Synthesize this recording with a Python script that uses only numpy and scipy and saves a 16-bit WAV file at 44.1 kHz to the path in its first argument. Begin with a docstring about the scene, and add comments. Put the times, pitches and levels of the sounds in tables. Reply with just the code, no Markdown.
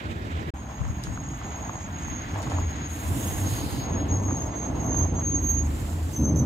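"""A school bus creeps up to the kerb of a snowy street and stops beside the listener.
Its engine is a stack of low harmonics; noise and ringing make the body rumble and boom and the tyres crunch snow.
The brakes squeal as wavering tones, let off air twice as hissing noise, and groan at the end in uneven jerks.
Far traffic, a wash of noise, is heard first, then a brief silence; puffs of wind and a faint hiss join the bus."""
import sys
import numpy as np
from scipy import signal
from scipy.io import wavfile

SR = 44100
rng = np.random.default_rng(int(sys.argv[2]) if len(sys.argv) > 2 else 0)


def store_wav(level_fs):
    """Save 16-bit WAV to argv[1]."""
    pcm = np.round(np.clip(np.atleast_2d(level_fs), -1, 1) * 32767)
    wavfile.write(sys.argv[1], SR, pcm.T.astype(np.int16))


N = 284445
TIME = np.arange(N) / SR  # seconds
CUTOFF_HZ = 15600  # nothing is kept above this

# Default stereo balance. 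Each row: frequency in Hz, left over right in dB.
BALANCE = [(60, -0.3), (200, -1), (380, -4), (700, 4), (1300, -2), (2400, -2), (8000, 3), (15000, -2)]
# How alike left and right are by default. Each row: frequency in Hz, likeness (1 same, 0 unrelated).
LIKENESS = [(60, 0.96), (130, 0.95), (290, 1), (450, 0.23), (800, 0.72), (1300, 0.89), (3000, 0.03),
            (5500, 0.08), (7000, 0.7), (15000, 1)]

# Tone of the far traffic. Each row: frequency in Hz, strength in dB per Hz.
TRAFFIC_COLOUR = [(36, -33), (55, -11), (76, 6), (110, -7), (200, -11.5), (290, -10), (360, -17),
                  (650, -20), (950, -23), (1300, -22.5), (2100, -29.5), (2850, -35.5), (3500, -36),
                  (4700, -44), (7200, -44), (9500, -61), (15000, -53)]
# Far traffic hisses mostly from the right. Each row: frequency in Hz, left over right in dB.
TRAFFIC_BALANCE = [(60, -0.5), (700, -0.5), (1300, -3), (2600, -12), (5200, -5), (7500, -6), (10000, -1)]
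# Far traffic in left and right. Each row: frequency in Hz, likeness (below 0 means opposed).
TRAFFIC_LIKENESS = [(130, 0.96), (300, 0.85), (700, -0.26), (1300, -1.11), (2600, 0.66), (5200, -0.22),
                    (7500, 0.82), (10000, 1)]
# Far tyres swish past twice. Each row: time in seconds, lift of the hiss in dB.
FAR_SWISH = [(0, 6), (0.07, 4), (0.2, -0.5), (0.33, 5), (0.5, -1)]
TRAFFIC_DB = -30  # the wash before the swish is added
# The brief silence: its start and its end in seconds.
SILENCE_S = (0.505, 0.537)

# How near the bus sounds. Each row: time in seconds, nearness from 0 to 1.
NEARNESS = [(0.55, 0.18), (2.0, 0.27), (3.3, 1), (4.4, 0.86), (5.4, 0.8), (6.15, 0.77)]
# Engine. Each row: time in seconds, exhaust pulses per second of one cylinder bank,
# level in dB before a fixed trim.
ENGINE = [(0.54, 26.4, -38), (2.2, 32, -44), (4.0, 38.4, -52), (4.7, 27.6, -35.5), (5.0, 28, -22.5),
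          (5.3, 29.9, -28.5), (5.65, 25, -23.5), (5.9, 25, -33), (6.1, 24, -55), (6.45, 27, -32)]
# Engine harmonics. Each row: multiple of the pulse rate, strength in dB against each other.
ENGINE_HARMONICS = [(2, -3.5), (3, 1), (4, -13), (5, -16.5), (6, -14), (9, -13), (10, -27.5)]
# Ruts that set the body booming. Each row: start in seconds, length in seconds, level in dB, pitch in Hz.
RUTS = [(0.534, 0.092, -35.5, 78.1), (2.334, 0.079, -30.5, 95.7), (2.551, 0.13, -25, 84),
        (2.883, 0.034, -31.5, 89.6), (3.065, 0.047, -26.5, 87.3), (3.237, 0.065, -30, 88),
        (3.395, 0.15, -26, 96.5), (3.915, 0.11, -28, 90.4), (4.101, 0.25, -26.5, 91.7),
        (4.795, 0.23, -32.5, 81.2), (5.84, 0.25, -28, 83)]
BOOM_ATTACK_S, BOOM_RELEASE_S = 0.031, 0.029
ROAD_BOOM_DB, ROAD_BOOM_HZ = -44.5, 84  # the faint boom kept up all the way
# Tone of the running gear. Each row: frequency in Hz, strength in dB per Hz.
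RUMBLE_COLOUR = [(21, -41), (36, -15.5), (67, -4), (86, 3), (162, -9.5), (215, -11.5), (289, -7),
                 (318, -22), (345, -20), (437, -14.5), (600, -29.5), (780, -50), (1320, -120)]
# Rumble of the rolling bus. Each row: time in seconds, level of its 125-400 Hz part in dB.
RUMBLE = [(0.56, -39), (0.9, -38.5), (2.1, -37), (2.5, -34), (2.95, -38), (3.25, -33.5), (3.85, -35),
          (4.12, -31), (4.55, -36), (4.78, -31.5), (6.12, -36.5)]

# Tone of the crunching snow. Each row: frequency in Hz, strength in dB per Hz.
CRUNCH_COLOUR = [(380, 4.5), (470, 0.5), (560, -9.5), (680, 7), (850, 0), (1100, -1.5), (1300, -12),
                 (1700, -23)]
# Packed snow under the tread. Each row: start in seconds, length in seconds,
# load in dB before the crunch is mixed.
PACKED_SNOW = [(0.696, 0.028, -49.5), (1.442, 0.32, -45.5), (2.355, 0.053, -41.5), (2.487, 0.11, -40.5),
               (3.024, 0.72, -45.5), (3.836, 0.72, -41.5), (4.654, 0.19, -41), (4.88, 0.18, -40),
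               (5.156, 0.043, -39.5), (6.3, 0.012, -41.5), (6.428, 0.022, -44)]
LOOSE_SNOW_DB = -48.5  # load elsewhere, also before mixing
SNOW_ATTACK_S, SNOW_RELEASE_S = 0.069, 0.042  # rolling on to and off a packed stretch
LUMPS_DB = -56.5  # small lone lumps
# Tone of the spray. Each row: frequency in Hz, strength in dB per Hz.
SLUSH_COLOUR = [(710, -6), (1200, 1.5), (1410, -0.5), (1840, -1.5), (2750, -8), (3360, -6), (4090, -12.5),
                (5800, -19.5), (7540, -56), (12800, -120)]
# Spray off the tyres. Each row: time in seconds, level of its 1290-3230 Hz part in dB.
SLUSH = [(0.56, -51), (1.05, -48.5), (1.36, -49), (1.43, -45), (1.9, -47), (2.1, -43.5), (2.52, -44),
         (2.75, -44.5), (3.5, -44.5), (4.05, -46.5), (4.17, -49.5), (4.9, -48.5), (5.25, -51), (5.8, -49.5),
         (6.45, -54)]
# Tone of the faint hiss. Each row: frequency in Hz, strength in dB per Hz.
HISS_COLOUR = [(4000, -1.5), (7500, 10), (9500, -16), (13000, 10), (15500, -26)]

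# The squeal sinks as the pedal goes down and rises as it eases. Each row: time in seconds, pitch in Hz.
SQUEAL_PITCH = [(0.55, 6620), (1.05, 6685), (2.0, 6665), (2.45, 6695), (3.0, 6650), (3.6, 6595),
                (4.5, 6535), (4.57, 6465), (5.0, 6450), (5.2, 6475), (5.54, 6474), (5.62, 6570),
                (5.68, 6590), (6.13, 6335), (6.19, 6230), (6.215, 6335), (6.39, 6270), (6.42, 6200)]
# Each time the linings catch. Each row: start in seconds, length in seconds, whistle in dB, rasp in dB,
# how far the rasp lies below the squeal pitch in Hz, whistle overtone against the whistle in dB,
# left over right in dB.
GRIPS = [(0.575, 0.5, -54, -50, 92, -33, -7), (1.036, 0.35, -53.5, -46, 77, -28, -2.5),
         (1.451, 0.41, -47, -42.5, 100, -22, -5), (1.925, 0.091, -48, -44, 60, -31, -3),
         (2.036, 0.18, -49, -38.5, 140, -24, -4.5), (2.25, 0.095, -53, -48, 150, -28, -3),
         (2.393, 0.12, -45, -53, 64, -25, 3.5), (2.541, 0.077, -44, -46.5, 64, -28, 2),
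         (2.622, 0.11, -50, -44, 120, -32, -3), (2.777, 0.21, -42, -46.5, 87, -32, 5),
         (3.038, .05, -48, -51, 49, -24, 0), (3.186, 0.3, -50, -39.5, 73, -24, -1),
         (3.492, 0.14, -43, -42, 50, -24, 0), (3.718, 0.016, -53, -38.5, 40, -24, -1),
         (3.783, 0.24, -42, -45, 63, -31, 1.5), (4.105, 0.082, -39, -36, 60, -32, 1.5),
         (4.23, 0.22, -40.5, -40, 90, -26, 1.5), (4.496, 0.033, -41, -50, 40, -35, -6),
         (4.565, 0.1, -35, -44, 40, -37, -5.5), (4.72, 0.048, -50.5, -58, 20, -33, -3),
         (4.817, 0.096, -44, -41, 31, -19, 5), (4.933, 0.015, -31, -37, 20, -27, -12),
         (4.98, 0.044, -27, -35, 20, -25, -11), (5.16, 0.056, -34, -49, 36, -30, -4),
         (5.257, 0.046, -26.5, -58, 36, -28, 1), (5.341, 0.027, -23.5, -58, 36, -37, -4),
         (5.427, 0.03, -29.5, -63, 36, -19, -8), (5.48, 0.04, -21, -54, 50, -21.5, -6.5),
         (5.562, 0.036, -28, -35, 50, -22.5, -12), (5.624, 0.023, -48, -38.5, 30, -26, -10),
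         (6.156, 0.023, -34, -37, 6.9, -17, 0), (6.216, 0.079, -31, -40, 12, -26, 1),
         (6.369, 0.034, -34.5, -39, 50, -18, -9.5)]
GRIP_ATTACK_S, GRIP_RELEASE_S = 0.031, 0.05
GRIP_SWELL_DB, GRIP_CREST = 4, 0.67  # the swell, and the share of the length where it peaks
STUTTER, STUTTER_HZ = 0.14, 35  # depth and speed limit of the whistle's shaking
SQUEAL_LAG_WANDER_S = 0.000021

# Snow cracking under the tread. Each row: time in seconds, peak in dB, pitch in Hz.
CRACKS = [(0.668, -35, 1400), (0.718, -31, 800), (0.7933, -37, 900), (0.816, -29.5, 1070),
          (0.8512, -29, 990), (0.885, -34, 1080), (0.9123, -38, 1000), (1.0705, -29, 1370),
          (1.175, -27.5, 1300), (1.3355, -30, 950), (1.414, -29, 1170), (1.523, -33, 1000),
          (1.66, -32, 900), (1.6946, -23, 920), (1.755, -29, 950), (1.889, -32, 1000), (2.083, -28, 880),
          (2.359, -25, 980), (2.389, -27, 810), (2.472, -26.5, 1110), (2.519, -21, 840),
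          (2.586, -19.5, 865), (4.3083, -24.5, 1000), (4.945, -25.5, 830), (5.356, -31, 850)]
# Puffs of wind on the microphone. Each row: start in seconds, length in seconds,
# level in dB before panning, left over right in dB.
GUSTS = [(0.812, 0.074, -29, 10), (1.087, 0.018, -32, 4), (2.083, 0.022, -38, 10), (3.05, 0.087, -37, 5),
         (3.29, 0.54, -38.5, 2)]
GUST_ATTACK_S, GUST_RELEASE_S = 0.024, 0.058
# Small bright ticks of grit. Each row: time in seconds, snap at its peak in dB, tail at its start in dB.
TICKS = [(1.031, -46, -58), (1.037, -34, -43.5), (2.4195, -41, -54), (2.427, -40, -46), (2.497, -54, -45)]
TICK_SNAP_S, TICK_TAIL_S = 0.00089, 0.028  # when the snap peaks; when the tail is down to 37 %

# Air let out of the brakes. Each row: start in seconds, length in seconds, level in dB, swell in dB.
AIR_RELEASES = [(2.999, 0.73, -38.5, 6), (5.74, .39, -47, 0.5)]
# Tone of each release, one list apiece. 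Each row: frequency in Hz, strength in dB per Hz.
AIR_COLOURS = [
    [(2500, -7), (3600, -9), (4700, -18), (6100, -6), (7000, -3), (7700, -1), (8500, -7.5), (11000, -5.5),
     (13000, -11), (15500, -11)],
    [(2500, -2), (3600, -6), (5200, -3), (6300, -12), (7350, 10.5), (8500, -8), (11200, -5), (13000, -8),
     (15500, -15)],
]
# Stereo balance of the air. Each row: frequency in Hz, left over right in dB.
AIR_BALANCE = [(3000, -9.5), (5500, -5.5), (7500, -5.5), (11000, -8)]
# The air in left and right. Each row: frequency in Hz, likeness.
AIR_LIKENESS = [(5500, 0), (7500, 0.6), (9500, 0.1), (13000, 0.82)]
VALVE_OPEN_S, VALVE_CLOSE_S, AIR_CREST = 0.15, 0.16, 0.32  # the jet peaks at this share of its length
NOZZLE_HZ, NOZZLE_WIDTH_HZ, NOZZLE_RING = 7470, 290, 0.53  # the valve mouth rings in the jet
# The vent's hollow note. Each row: frequency in Hz, width in Hz, strength in dB.
VENT_MODES = [(3130, 270, -2), (4160, 1700, -1.5)]
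VENT_S, VENT_LENGTH_S, VENT_DB, VENT_ATTACK_S, VENT_RELEASE_S = 3.47, 0.35, -46.5, 0.04, 0.09

# Other wheels that join the squeal. Each row: start in seconds, length in seconds,
# pitch above the main squeal in Hz, level in dB before panning.
OTHER_BRAKES = [(4.28, 0.18, -145, -45), (4.77, 0.32, 90, -44), (4.836, 0.26, -66.5, -36)]
# Ringing of the chassis. Each row: frequency in Hz, width in Hz, strength in dB.
CHASSIS = [(76, 23, 1), (125, 28.4, 4), (171, 68, -2), (222, 44, 0), (291, 38, -2), (570, 170, -21.5),
           (800, 230, -29)]
GROAN_S, GROAN_LENGTH_S, GROAN_DB, GROAN_ATTACK_S, GROAN_RELEASE_S = 6.22, 0.16, -21, 0.053, 0.2


def from_db(db):
    """Turn decibels into a plain multiplier."""
    return 10 ** (np.asarray(db) / 20)


def rms_one(x):
    """Scale a sound to an average strength (rms) of 1."""
    return x / np.sqrt(np.mean(x ** 2) + 1e-20)


def in_time(rows):
    """Draw each column of a table as a curve, sample by sample."""
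    seconds, *columns = np.transpose(rows)
    return [np.interp(TIME, seconds, column) for column in columns]


def at_hz(points, hz):
    """Read a table at one frequency, on a logarithmic pitch scale."""
    table = np.array(points)
    return np.interp(np.log(hz), np.log(table[:, 0]), table[:, 1])


def panned(x, pan_db):
    """Make stereo, with the left louder than the right by pan_db."""
    return np.array([x * from_db(pan_db / 2), x * from_db(-pan_db / 2)])


def lagged(x, lag_s):
    """Sound from the left reaches the right channel a little later."""
    return np.array([x[0], np.interp(TIME - lag_s, TIME, x[1])])


def drift(rate):
    """Slow random wandering of spread 1: noise smoothed above about rate in Hz."""
    step = 20  # drawn at every 20th sample, then joined by lines
    r = np.exp(-2 * np.pi * rate * step / SR)
    noise = rng.standard_normal(N // step + 3002)
    slow = signal.lfilter([1], [1, -2 * r, r * r], noise)[3000:]  # skip the filter's start-up
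    return np.interp(np.arange(N) / step, np.arange(len(slow)), rms_one(slow))


def jolts(rate_hz):
    """Random shaking of both the height and the phase of a swing; rms 1."""
    smooth = signal.butter(3, rate_hz, fs=SR, output="sos")
    a, b = rms_one(signal.sosfilt(smooth, rng.standard_normal((2, N))))
    return (a + 1j * b) / np.sqrt(2)


def turning(hz):
    """Phase of something that turns at a changing rate, from a random start."""
    return 2 * np.pi * (np.cumsum(hz) / SR + rng.random())


def envelope(start, length, attack_s, release_s, swell_db=0, crest=.5):
    """Opens just before the start, holds while swelling to a crest and back, then closes."""
    end = start + length
    peak = start + np.clip(crest, .01, .99) * length
    below_crest = np.interp(TIME, [start, peak, end], [1, 0, 1])
    gate = np.interp(TIME, [start - attack_s, start, end, end + release_s], [0, 1, 1, 0])
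    return gate * from_db(-swell_db * below_crest)


def band(x, low_hz, high_hz, order=2):
    """Keep only the frequencies between two limits."""
    limits = [low_hz, min(high_hz, SR / 2 - 500)]
    return signal.sosfilt(signal.butter(order, limits, "band", fs=SR, output="sos"), x)


def resonate(x, hz, width_hz):
    """Let a sound ring at one pitch; a narrower width rings longer."""
    r = np.exp(-np.pi * width_hz / SR)
    feed = np.array([1, 0, -1]) * (1 - r * r) / 2
    return signal.lfilter(feed, [1, -2 * r * np.cos(2 * np.pi * hz / SR), r * r], x + 1e-18)


def diffuse(colour, flicker_db, flicker_rate, balance=BALANCE, likeness=LIKENESS):
    """Third-octave bands of stereo noise, each with its own level, flicker and likeness; rms 1."""
    low, high = colour[0][0], min(colour[-1][0], CUTOFF_HZ)
    edges = np.geomspace(low, high, int(3 * np.log2(high / low)) + 2)
    white = rng.standard_normal((2, 2, N))
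    together, out = drift(flicker_rate), 0
    for k, (a, b) in enumerate(zip(edges, edges[1:])):
        mid, side = band(white[k % 2], a, b)  # neighbouring bands use different noise
        hz = np.sqrt(a * b)
        alike = np.clip(at_hz(likeness, hz), -.99, .99)
        flicker = flicker_db * (together + drift(flicker_rate)) / np.sqrt(2)
        gain = from_db(at_hz(colour, hz) + flicker)
        stereo = np.sqrt(1 + alike) * mid + np.sqrt(1 - alike) * side * [[1], [-1]]
        out = out + gain * stereo * from_db(at_hz(balance, hz) * np.array([[.5], [-.5]]))
    return rms_one(out)


def traffic(swish_hz=2650, swish_width_hz=2200):
    """Far engines and tyres merge into one wash whose hiss swells and sinks."""
    wash = diffuse(TRAFFIC_COLOUR, flicker_db=2.0, flicker_rate=21,
                   balance=TRAFFIC_BALANCE, likeness=TRAFFIC_LIKENESS)
    lift, = in_time(FAR_SWISH)
    swish = (from_db(lift) - 1) * resonate(wash, swish_hz, swish_width_hz)
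    return from_db(TRAFFIC_DB) * (wash + swish)


def engine():
    """The muffled exhaust leaves low harmonics of the pulse rate, each a little unsteady."""
    rate, level_db = in_time(ENGINE)
    pulse_phase = turning(rate * (1 + 0.01057 * drift(5.05)))
    throb = 0
    for multiple, db in ENGINE_HARMONICS:
        strength = from_db(db + 2.6 * drift(2.4))
        throb = throb + strength * np.sin(round(multiple) * pulse_phase + 2 * np.pi * rng.random())
    return from_db(level_db - 3.5) * rms_one(throb)


def boom(wander=0.0727, flicker_db=1.5):
    """The long body swings faintly all the way, and loudly through each rut."""
    unsteady = 1 + wander * drift(17.9)
    swing = from_db(ROAD_BOOM_DB + 2 * drift(22)) * np.sin(turning(ROAD_BOOM_HZ * unsteady))
    for s, length, db, hz in RUTS:
        shape = envelope(s, length, BOOM_ATTACK_S, BOOM_RELEASE_S)
        swing = swing + from_db(db) * shape * np.sin(turning(hz * unsteady))
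    return np.sqrt(2) * swing * from_db(flicker_db * drift(34))


def body(jostle_db=1.2, jostle_rate=9):
    """A broad rumble of running gear, jostled by the uneven snow."""
    rumble_db = in_time(RUMBLE)[0] + jostle_db * drift(jostle_rate)
    near = np.clip(in_time(NEARNESS)[0], 0, 1)
    rumble = diffuse(RUMBLE_COLOUR, flicker_db=1.5, flicker_rate=14.3)
    rumble = rumble - 0.7 * resonate(rumble, 90.7, 39)  # the boom takes up the energy near its own pitch
    # from afar the rumble is dull; close by, the bonnet and wheel arch drone
    dull = 0.37 * resonate(rumble, 161, 72) + 0.57 * resonate(rumble, 44, 25) - 0.97 * resonate(rumble, 370, 420)
    drone = 0.74 * resonate(rumble, 289.6, 46)
    rumble = rumble + (1 - near) * dull + near * drone
    return from_db(rumble_db) * rumble / np.std(band(rumble, 125, 400))


def snow_grains(per_s, spread_db, top_hz, width_hz):
    """Snow crystals give way in clumps; each collapse is a dull knock of a few cycles."""
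    sizes = from_db(spread_db * np.minimum(rng.exponential(1, N), 4)) * rng.choice([-1, 1], N)
    clicks = sizes * (rng.random(N) < per_s * from_db(4 * drift(15)) / SR)
    pitches = np.geomspace(600, top_hz, num=8)
    chosen = rng.integers(0, len(pitches), N)
    bearing = rng.uniform(0, np.pi / 2, N)  # each grain has its own place between left and right
    clicks = clicks * [np.cos(bearing), np.sin(bearing)]
    knocks = sum(resonate(clicks * (chosen == k), hz, width_hz) for k, hz in enumerate(pitches))
    return rms_one(band(knocks, 500, top_hz))


def tyres():
    """The tread crunches snow, harder where packed, bursts lone lumps and throws a soft hiss of slush."""
    packed = 0
    for s, length, db in PACKED_SNOW:
        packed = packed + (from_db(db) * envelope(s, length, SNOW_ATTACK_S, SNOW_RELEASE_S)) ** 2
    load = np.sqrt(from_db(LOOSE_SNOW_DB) ** 2 + packed)
    grains = snow_grains(per_s=600, spread_db=1.5, top_hz=1106, width_hz=370)
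    grind = diffuse(CRUNCH_COLOUR, flicker_db=1.5, flicker_rate=31)
    crunch = from_db(0.5) * grind + from_db(-3.0) * grains
    lumps = from_db(LUMPS_DB) * snow_grains(per_s=70, spread_db=3.0, top_hz=1580, width_hz=330)
    slush = diffuse(SLUSH_COLOUR, flicker_db=1.5, flicker_rate=21.4)
    far = 1 - np.clip(in_time(NEARNESS)[0], 0, 1)
    slush = slush - 0.45 * far * resonate(slush, 4200, 2200)  # distance dulls the spray
    slush = from_db(in_time(SLUSH)[0]) * slush / np.std(band(slush, 1290, 3230))
    return lagged(load * crunch + lumps, lag_s=0.00016) + lagged(slush, lag_s=0.00045)


def hiss():
    """A faint, flickering high hiss of noise."""
    return from_db(-58.5) * diffuse(HISS_COLOUR, flicker_db=3.0, flicker_rate=11)


def grip(start, length):
    """A squeal catches, swells and lets go."""
    return envelope(start, length, GRIP_ATTACK_S, GRIP_RELEASE_S, GRIP_SWELL_DB, GRIP_CREST)


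def squeal(scatter_hz=100, rasp_octave_db=-6, flutter_db=2.6, waver_hz=4, skirt_db=-17, skirt_hz=400):
    """Rubbing linings whistle with a stutter under even grip, and rasp just below where they chatter."""
    hz, = in_time(SQUEAL_PITCH)
    tone = (1 + STUTTER * jolts(STUTTER_HZ)) * np.exp(1j * turning(hz + waver_hz * drift(37.0)))
    flutter = from_db(flutter_db * drift(28)) / np.hypot(1, STUTTER)
    shaking = jolts(scatter_hz) + from_db(skirt_db) * jolts(skirt_hz)
    chatter = shaking * np.exp(1j * turning(hz)) * from_db(0.75 * drift(27))
    out = np.zeros((2, N))
    for s, length, whistle_db, rasp_db, below_hz, octave_db, pan_db in GRIPS:
        held = grip(s, length)
        on = held > 0
        swing = chatter[on] * np.exp(-2j * np.pi * below_hz * TIME[on])  # moved down in pitch
        # squaring a swing gives its overtone, one octave up
        whistle = flutter[on] * (tone[on] + from_db(octave_db) * tone[on] ** 2).real
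        rasp = (swing + from_db(octave_db + rasp_octave_db) * swing ** 2).real
        sound = np.sqrt(2) * held[on] * (from_db(whistle_db) * whistle + from_db(rasp_db) * rasp)
        # the division keeps the total power the same wherever it is panned
        out[:, on] += panned(sound, pan_db) / np.sqrt(np.cosh(pan_db * np.log(10) / 20))
    # reflections off road and body reach each channel with a shifting strength and delay
    return lagged(out * panned(1, 1.1 * drift(21)), lag_s=SQUEAL_LAG_WANDER_S * drift(7.4))


def cracks(crumble_s=0.0011, width_hz=480, crisp_db=-8):
    """Larger slabs of snow break with one dry knock, a crisp edge and a short crumble."""
    out, size = np.zeros((2, N)), SR // 20
    age = np.arange(size) / SR
    noises = rng.standard_normal((len(CRACKS), 3, size))
    for (s, peak_db, hz), (shared, *own) in zip(CRACKS, noises):
        crumble = (0.1 * shared + 0.04 * np.array(own)) * np.exp(-age / crumble_s)
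        push = (age == 0) + crumble
        edge = from_db(crisp_db) * resonate(push, 1.32 * hz, width_hz)
        knock = band(resonate(push, hz, width_hz) - edge, 500, 2500)
        knock = from_db(peak_db) * knock / np.abs(knock).max(axis=1, keepdims=True)
        at = int(s * SR)
        out[:, at:at + size] += knock[:, :N - at]
    return lagged(out, lag_s=0.00018)


def wind(lump_db=1.0, lump_rate=25):
    """Puffs of wind buffet each channel with its own low noise, mostly the left."""
    puffs = 0
    for s, length, db, pan_db in GUSTS:
        puffs = puffs + panned(from_db(db) * envelope(s, length, GUST_ATTACK_S, GUST_RELEASE_S), pan_db)
    buffeting = rms_one(band(rng.standard_normal((2, N)), 51.5, 119.5, order=3))
    return puffs * from_db(lump_db * drift(lump_rate)) * buffeting


def ticks():
    """Grit flicks off the tread: a bright snap, then a short, duller tail."""
    snap, tail = np.zeros((2, N))
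    for s, snap_db, tail_db in TICKS:
        age = np.maximum(TIME - s, 0)
        snap += from_db(snap_db) * age / TICK_SNAP_S * np.exp(1 - age / TICK_SNAP_S)
        tail += from_db(tail_db) * (age > 0) * np.exp(-age / TICK_TAIL_S)
    bright, dull = rng.standard_normal((2, 2, N))
    return snap * rms_one(band(bright, 4100, 8000, order=1)) + tail * rms_one(band(dull, 2100, 7500))


def vent_note():
    """The vent sings a hollow note as the pressure falls: noise rung twice at each pitch."""
    flow = rng.standard_normal((2, N))
    note = 0
    for hz, width, db in VENT_MODES:
        note = note + from_db(db) * resonate(resonate(flow, hz, width), hz, width)
    return from_db(VENT_DB) * envelope(VENT_S, VENT_LENGTH_S, VENT_ATTACK_S, VENT_RELEASE_S) * rms_one(note)


def air(mouth_swing=0.21, mouth_width_hz=1500, sputter_db=1.15, sputter_rate=9):
    """The brake valve vents a bright jet on each release; its mouth rings less as the pressure falls."""
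    out = vent_note()  # ends the first release
    for (s, length, db, swell_db), colour in zip(AIR_RELEASES, AIR_COLOURS):
        jet = diffuse(colour, flicker_db=1.5, flicker_rate=14, balance=AIR_BALANCE, likeness=AIR_LIKENESS)
        ring = NOZZLE_RING * resonate(jet, NOZZLE_HZ, NOZZLE_WIDTH_HZ)
        jet = rms_one(jet + ring - .5 * resonate(jet, 6140, 900))
        pressure = np.interp(TIME, [s, s + length], [1, -1])  # above, then below its middle value
        jet = jet + mouth_swing * pressure * resonate(jet, NOZZLE_HZ, mouth_width_hz)
        level = from_db(db + sputter_db * drift(sputter_rate))
        out = out + level * envelope(s, length, VALVE_OPEN_S, VALVE_CLOSE_S, swell_db, AIR_CREST) * jet
    return out


def other_brakes():
    """Neighbouring brakes follow the same pedal at slightly different pitches and beat with the squeal."""
    out, hz = 0, in_time(SQUEAL_PITCH)[0]
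    for s, length, above_hz, level_db in OTHER_BRAKES:
        tone = np.sqrt(2) * np.sin(turning(hz + above_hz + 16 * drift(32.7)))
        tone = tone * from_db(level_db + 3.3 * drift(27))
        out = out + grip(s, length) * lagged(panned(tone, pan_db=-7.5), lag_s=.00002 * drift(3.2))
    return out


def groan(slips_per_s=68, unevenness=0.2, shiver_db=0.5):
    """Uneven stick-slip of the last turn of the wheels shakes the chassis."""
    count = turning(slips_per_s * np.exp(unevenness * drift(60))) // (2 * np.pi)
    slips = np.diff(count, prepend=count[0]) * from_db(shiver_db * drift(56))  # one click per slip
    slips = slips + 0.032 * rng.standard_normal(N)  # roughness shared by left and right
    slips = slips + 0.0059 * rng.standard_normal((2, N))
    shake = 0
    for k, (hz, width, db) in enumerate(CHASSIS):
        shake = shake + (-1) ** k * from_db(db) * resonate(slips, hz, width)
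    shape = envelope(GROAN_S, GROAN_LENGTH_S, GROAN_ATTACK_S, GROAN_RELEASE_S)
    return from_db(GROAN_DB) * shape * rms_one(band(shake, 48, 1030))


def scene():
    """The far street up to the middle of the silence, then the arriving bus."""
    bass = lagged(panned(engine() + boom(), pan_db=0.0), lag_s=0.0002)
    snow = tyres() + cracks() + ticks()
    brakes = squeal() + air() + other_brakes() + groan()
    bus = bass + body() + snow + brakes + wind() + hiss()
    return np.where(TIME < np.mean(SILENCE_S), traffic(), bus)


def record(dry):
    """The microphone drops the deepest bass, the sound cuts out briefly, the top is cut."""
    thin = signal.sosfilt(signal.butter(4, 40, "high", fs=SR, output="sos"), dry)
    start, end = SILENCE_S
    gapped = thin * (1 - envelope(start, end - start, .002, .002))
    return signal.sosfilt(signal.ellip(10, .1, 80, CUTOFF_HZ, fs=SR, output="sos"), gapped)


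dry = scene()
out = record(dry)
store_wav(out)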